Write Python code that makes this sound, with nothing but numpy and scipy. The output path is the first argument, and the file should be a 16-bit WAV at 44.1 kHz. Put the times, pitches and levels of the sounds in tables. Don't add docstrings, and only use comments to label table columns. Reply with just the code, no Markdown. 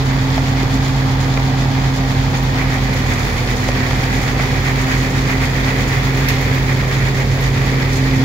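import sys
import numpy as np
from scipy import signal
from scipy.fft import rfft, irfft
from scipy.io import wavfile
from scipy.ndimage import uniform_filter1d

SR = 44100
rng = np.random.default_rng(int(sys.argv[2]) if len(sys.argv) > 2 else 0)


def log_audio(samples):
    frames = np.atleast_2d(samples).T
    limited = np.clip(frames, -1, 1)
    pcm = np.round(limited * 32767).astype(np.int16)
    wavfile.write(sys.argv[1], SR, pcm)


N = 363384
TIME = np.arange(N) / SR
FFT_SIZE = 2 ** 19
GOVERNED_HZ = 132.75
CHOKE_S = 3.361
HALF_STROKES_PER_CYCLE = .0604

# time_s, place (0 side chute, 1 over the tray, 2 outlet)
WALK_PATH = [(0, 0.1), (2.1, 0), (2.7, 0.58), (4.4, 0.87), (5.3, 1.15), (6.3, 1.47), (7.2, 1.55),
             (8.24, 1.94)]
# chute_db, tray_db, outlet_db
AIR_DB, DRUM_DB = (-31.5, -28.5, -28), (-26.5, -27.5, -30.5)
DRONE_DB, THIRD_DB, SIXTH_DB = (-19.5, -21, -18), (-47, -36.5, -37.5), (-41.5, -37, -65)
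TICK_DB, CRACKLE_DB = (-44.5, -41, -46), (-42, -36.5, -41)
RUSTLE_DB, TRAY_DB = (-30, -29, -31), (-32.5, -25, -28)

# drone_multiple, level_db
ENGINE_TONES = [(3 / 2, -48), (5 / 2, -50), (4, -47.5), (11 / 2, -50)]
# time_s, level_db
OCTAVE_FADER = [(0, -24), (2.8, -25), (4.4, -27.5), (4.8, -25), (6.5, -27.5), (7.2, -39.5), (7.75, -26.5),
                (8.24, -19.5)]
BLADE_RATIOS = [.2089, .3809, .4175, .7144, .835, 1.0934]
BLADE_LEVELS = [-54, -28, -37.5, -32, -40, -36]
# start_s, level_db, pitch_hz, brightness_db
CLOD_HITS = [(.379, -8, 654, -6), (0.631, -10, 352, -16), (1.3744, -10.5, 402, 3.5), (3.688, -7.5, 546, -2),
             (3.91, -12.5, 910, 2), (4.398, -12.5, 630, 2)]
# pitch_hz, level_db, t60_s
STEEL_MODES = [(1100, -10, .012), (1370, -3, 0.018), (2030, -3.5, 0.02), (2400, -5, .015),
               (3600, -14, .012)]
# start_s, level_db
POD_CRACKS = [(2.4319, -33.5), (2.9387, -31), (6.2856, -15.5), (6.4118, -31), (7.4086, -30)]
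# time_s, swing_db
SLAP_DEPTH = [(0, 2), (1.5, 0.3), (2.5, 1.6), (3.7, 0.2), (4.5, 1.5), (5.3, 2.5), (6.1, 0.8), (7.3, 1.9),
              (8.24, -0.5)]
# centre_s, gain_db
POD_THROWS = [(2.348, 4.5), (2.6, 1.5), (3.122, 3.5), (5.302, 2), (5.433, 3), (6.94, -2)]

# freq_hz, gain_db
RUMBLE_EQ = [(20, -23), (45, -9), (75, -6.5), (100, 2), (135, -0.5), (175, -4), (240, -3), (320, -9.5),
             (500, -26.5), (1000, -45.5)]
AIR_EQ = [(200, -8), (320, -3), (420, 3), (520, 1), (650, -6.5), (1000, -16.5), (2000, -32)]
DRUM_EQ = [(400, -14.5), (600, -7), (700, -2.5), (780, -0.5), (900, -.7), (1100, -4), (1400, -6.5),
           (2200, -15.5), (4000, -38.5)]
SPILL_EQ = [(5000, -30), (9500, -14), (12500, -2), (15500, 2)]
SNAP_EQ = [(1000, -20), (2200, 6), (6500, -7), (8500, 1), (13000, 14), (16000, -6)]
TICK_EQ = [(1500, -12), (2200, 4), (4000, 2), (7000, -2), (10000, -6), (15500, -6)]
CRACKLE_EQ = [(2000, -2), (4000, 8.5), (7000, 10.5), (9000, 2), (11000, 3), (15500, -7), (17000, -4)]
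RUSTLE_EQ = [(1500, -12.5), (2700, 0), (3400, 3.5), (4700, -1.5), (6000, -10), (7000, -10.5), (8000, -16),
             (10000, -29.5)]
TRAY_EQ = [(700, -15), (1100, -2.5), (1500, -4), (1900, .5), (2150, -0.5), (2450, -1), (2800, -9.5),
           (4000, -23), (7000, -27.5)]
HISS_EQ = [(6000, -25), (9000, -2), (11500, 0), (13500, -14), (16000, -22)]
GRIT_EQ = [(300, 0), (2300, -4), (5000, -11), (12000, -34)]
FRAGMENT_EQ = [(800, -26), (2200, 5.5), (5000, -4.0), (8500, -10.5), (16000, -19)]
# freq_hz, gain_db
LEFT_PORT_EQ = [(50, 2.5), (130, 0.5), (380, -0.5), (1300, -0.5), (1650, 0), (2300, -1.5), (3400, 0),
                (4800, 0.5), (5300, -1.5), (6700, -4), (7200, -17), (8300, -3.5), (11000, -3), (15700, -9)]
RIGHT_PORT_EQ = [(50, 5), (130, 2.5), (380, 1), (1450, -0.5), (1850, 5), (2350, 4), (2750, -3), (3800, -5),
                 (4600, 0.5), (7100, 5), (7900, -5.5), (8800, -9), (11000, -2.5), (15700, 3)]


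def undb(db):
    return 10 ** (np.asarray(db) / 20)


def unit(x):
    return x / np.sqrt(np.mean(x ** 2))


def automation(table):
    return np.interp(TIME, *np.transpose(table))


def along_walk(levels_db):
    return np.interp(automation(WALK_PATH), (0, 1, 2), levels_db)


def swell(centre_s, width_s):
    return np.exp(-((TIME - centre_s) / width_s) ** 2)


def burst(start_s, db, decay_s):
    return (TIME >= start_s) * undb(db) * np.exp(-np.maximum(TIME - start_s, 0) / decay_s)


def flutter(rate_hz):
    hold = int(SR / rate_hz)
    steps = np.repeat(rng.standard_normal(N // hold + 1), hold)
    return unit(uniform_filter1d(uniform_filter1d(steps, hold), hold)[:N])


def eq(x, points):
    hz, db = np.transpose(points)
    bin_hz = np.maximum(np.arange(FFT_SIZE // 2 + 1) * SR / FFT_SIZE, 1)
    gain = undb(np.interp(np.log(bin_hz), np.log(hz), db))
    cepstrum = irfft(np.log(gain))
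    cepstrum[1:FFT_SIZE // 2] *= 2
    cepstrum[FFT_SIZE // 2 + 1:] = 0
    return irfft(rfft(x, FFT_SIZE) * np.exp(rfft(cepstrum)))[..., :N]


def shower(count, spread_db, lag_ms=.1, width_ms=.42):
    when, size, side, sign = rng.random((count, 4)).T
    size_db = spread_db * np.minimum(-np.log(1 - size), 2 * np.pi)
    push = np.sign(sign - .5) * undb(size_db)
    delay_ms = lag_ms + width_ms * (2 * side - 1)
    right = (when * N).astype(int)
    left = (right + np.round(delay_ms * SR / 1000).astype(int)) % N
    return np.array([np.bincount(left, push, N), np.bincount(right, push, N)])


def ring(start_s, hz, t60_s):
    out, first = np.zeros(N), int(start_s * SR)
    age = TIME[:min(SR // 4, N - first)]
    out[first:first + len(age)] = np.sin(2 * np.pi * hz * age) * np.exp(-np.log(1000) * age / t60_s)
    return out


def panel(x, ring_db, ring_s, ripple=.25):
    age = TIME[:SR // 8]
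    response = rng.standard_normal((2, len(age))) * np.exp(-age / ring_s)
    response *= undb(ring_db) / np.sqrt(np.sum(response ** 2, axis=1, keepdims=True))
    response[:, 0] += 1
    gain = rfft(response, FFT_SIZE)
    return irfft(rfft(x, FFT_SIZE) * gain / np.abs(gain) ** (1 - ripple))[:, :N]


def air(rumble_db=-24.5):
    rumble = unit(eq(shower(90000, spread_db=1.5, lag_ms=.25, width_ms=.62), RUMBLE_EQ))
    roar = unit(eq(shower(90000, spread_db=1.5, lag_ms=.15, width_ms=.4), AIR_EQ))
    return undb(rumble_db) * rumble + undb(along_walk(AIR_DB)) * roar


def load_sag(load_hz=5.89, build_s=.484, clear_s=1.552, stumble_hz=5.71):
    age = TIME - CHOKE_S
    load = np.exp(-np.maximum(-age / build_s, age / clear_s))
    return load_hz * load + stumble_hz * swell(CHOKE_S, width_s=.224)


def strain_hiss(level_db=-44):
    hiss = unit(eq(rng.standard_normal((2, N)), HISS_EQ))
    return hiss * undb(level_db) * swell(CHOKE_S, width_s=.19)


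def engine(cycles, sag_hz):
    drone_db = along_walk(DRONE_DB) - .5 * sag_hz + .5 * flutter(30)
    octave_db = automation(OCTAVE_FADER) - .33 * sag_hz + 1.47 * flutter(30)
    phase = 2 * np.pi * cycles
    hum = undb(drone_db) * np.cos(phase) + undb(octave_db) * np.cos(2 * phase)
    for multiple, db in ENGINE_TONES:
        hum += undb(db + .96 * flutter(14)) * np.cos(multiple * phase + .53 * flutter(15))
    for multiple, levels_db in ((3, THIRD_DB), (6, SIXTH_DB)):
        hum += undb(along_walk(levels_db) + flutter(14)) * np.cos(multiple * phase)
    return -np.sqrt(2) * hum


def blowers(cycles):
    phase = 2 * np.pi * (cycles + 5)
    return np.sqrt(2) * sum(undb(db + .23 * flutter(22)) * np.cos(ratio * phase)
                            for ratio, db in zip(BLADE_RATIOS, BLADE_LEVELS))


def drum(surge_db):
    clatter = panel(shower(30000, spread_db=2), ring_db=-2.5, ring_s=.01)
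    return unit(eq(clatter, DRUM_EQ)) * undb(along_walk(DRUM_DB) + .29 * surge_db)


def spill(surge_db, level_db=-42):
    patter = panel(shower(5000, spread_db=4.5), ring_db=-1.5, ring_s=.006)
    return unit(eq(patter, SPILL_EQ)) * undb(level_db + surge_db) * swell(centre_s=6.3, width_s=.75)


def clod_knocks(thud_t60_s=.031, upper_ratio=1.36):
    out = np.zeros((2, N))
    grit = unit(eq(shower(90000, spread_db=-2), GRIT_EQ))
    for start_s, db, hz, brightness_db in CLOD_HITS:
        thud = ring(start_s, hz, thud_t60_s) - undb(-4) * ring(start_s, hz * upper_ratio, thud_t60_s)
        steel = sum((-1) ** k * undb(mode_db) * ring(start_s, mode_hz, t60_s)
                    for k, (mode_hz, mode_db, t60_s) in enumerate(STEEL_MODES))
        clack = burst(start_s, db=-4.5, decay_s=.0015) * grit
        out += undb(db) * (.72 * thud + undb(brightness_db - 6.5) * steel + clack)
    return out


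def pod_cracks():
    splinters = shower(150000, spread_db=2)
    snap = sum(burst(start_s, db - 2.5, decay_s=.008) for start_s, db in POD_CRACKS)
    tail = sum(burst(start_s, db - 3, decay_s=.038) for start_s, db in POD_CRACKS)
    return snap * unit(eq(splinters, SNAP_EQ)) + tail * unit(eq(splinters, FRAGMENT_EQ))


def sieve_surge(cycles, swing_db, lead_rad, uneven, scatter_db=1.16):
    angle = 2 * np.pi * HALF_STROKES_PER_CYCLE * cycles + lead_rad
    return swing_db * (np.cos(angle) - uneven * np.cos(angle / 2)) + scatter_db * flutter(30)


def pod_ticks(surge_db):
    taps = panel(shower(1400, spread_db=2), ring_db=1, ring_s=.004)
    return unit(eq(taps, TICK_EQ)) * undb(along_walk(TICK_DB) + surge_db)


def crackle(surge_db, count=350, spread_db=8, skitter_s=.029, landing_share=.34):
    when, size = rng.random((count, 2)).T
    size_db = spread_db * np.minimum(-np.log(1 - size), 3)
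    landings = np.bincount((when * N).astype(int), undb(size_db) ** 2, N)
    energy = signal.lfilter([1], [1, -np.exp(-2 / (skitter_s * SR))], landings)
    envelope = np.sqrt(1 - landing_share + landing_share * energy / energy.mean())
    chaff = panel(shower(90000, spread_db=0), ring_db=-5.5, ring_s=.0035)
    return envelope * unit(eq(chaff, CRACKLE_EQ)) * undb(along_walk(CRACKLE_DB) + 1.12 * surge_db)


def pod_rustle(surge_db):
    rustle = panel(shower(55000, spread_db=2.5), ring_db=-2, ring_s=.0054)
    return unit(eq(rustle, RUSTLE_EQ)) * undb(along_walk(RUSTLE_DB) + .63 * surge_db)


def tray_rattle(surge_db):
    rattle = panel(shower(20000, spread_db=2), ring_db=-.5, ring_s=.013)
    return unit(eq(rattle, TRAY_EQ)) * undb(along_walk(TRAY_DB) + surge_db)


def scene():
    sag_hz = load_sag()
    cycles = np.cumsum(GOVERNED_HZ - sag_hz) / SR
    hum = engine(cycles, sag_hz) + blowers(cycles)
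    left_lag_s = .00023
    hum = np.array([np.interp(TIME - left_lag_s, TIME, hum), hum])
    pods_db = sieve_surge(cycles, automation(SLAP_DEPTH), lead_rad=.89, uneven=.5)
    pods_db += sum(db * swell(centre_s, width_s=.013) for centre_s, db in POD_THROWS)
    chaff_db = sieve_surge(cycles, swing_db=1.95, lead_rad=1, uneven=.2)
    chaff_db += .5 * flutter(7.4)
    sieve = tray_rattle(pods_db) + pod_rustle((pods_db + chaff_db) / 2)
    sieve += crackle(chaff_db) + pod_ticks(chaff_db)
    housing = air() + drum(pods_db) + strain_hiss()
    return hum + housing + sieve + spill(chaff_db) + clod_knocks() + pod_cracks()


def record(dry):
    ceiling, top_hz = .88, 15750
    ports = np.array([eq(dry[0], LEFT_PORT_EQ), eq(dry[1], RIGHT_PORT_EQ)])
    rounded = ports / (1 + (ports / ceiling) ** 8) ** (1 / 8)
    return signal.sosfilt(signal.ellip(12, .2, 80, top_hz, fs=SR, output="sos"), rounded)


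dry = scene()
out = record(dry)
log_audio(out)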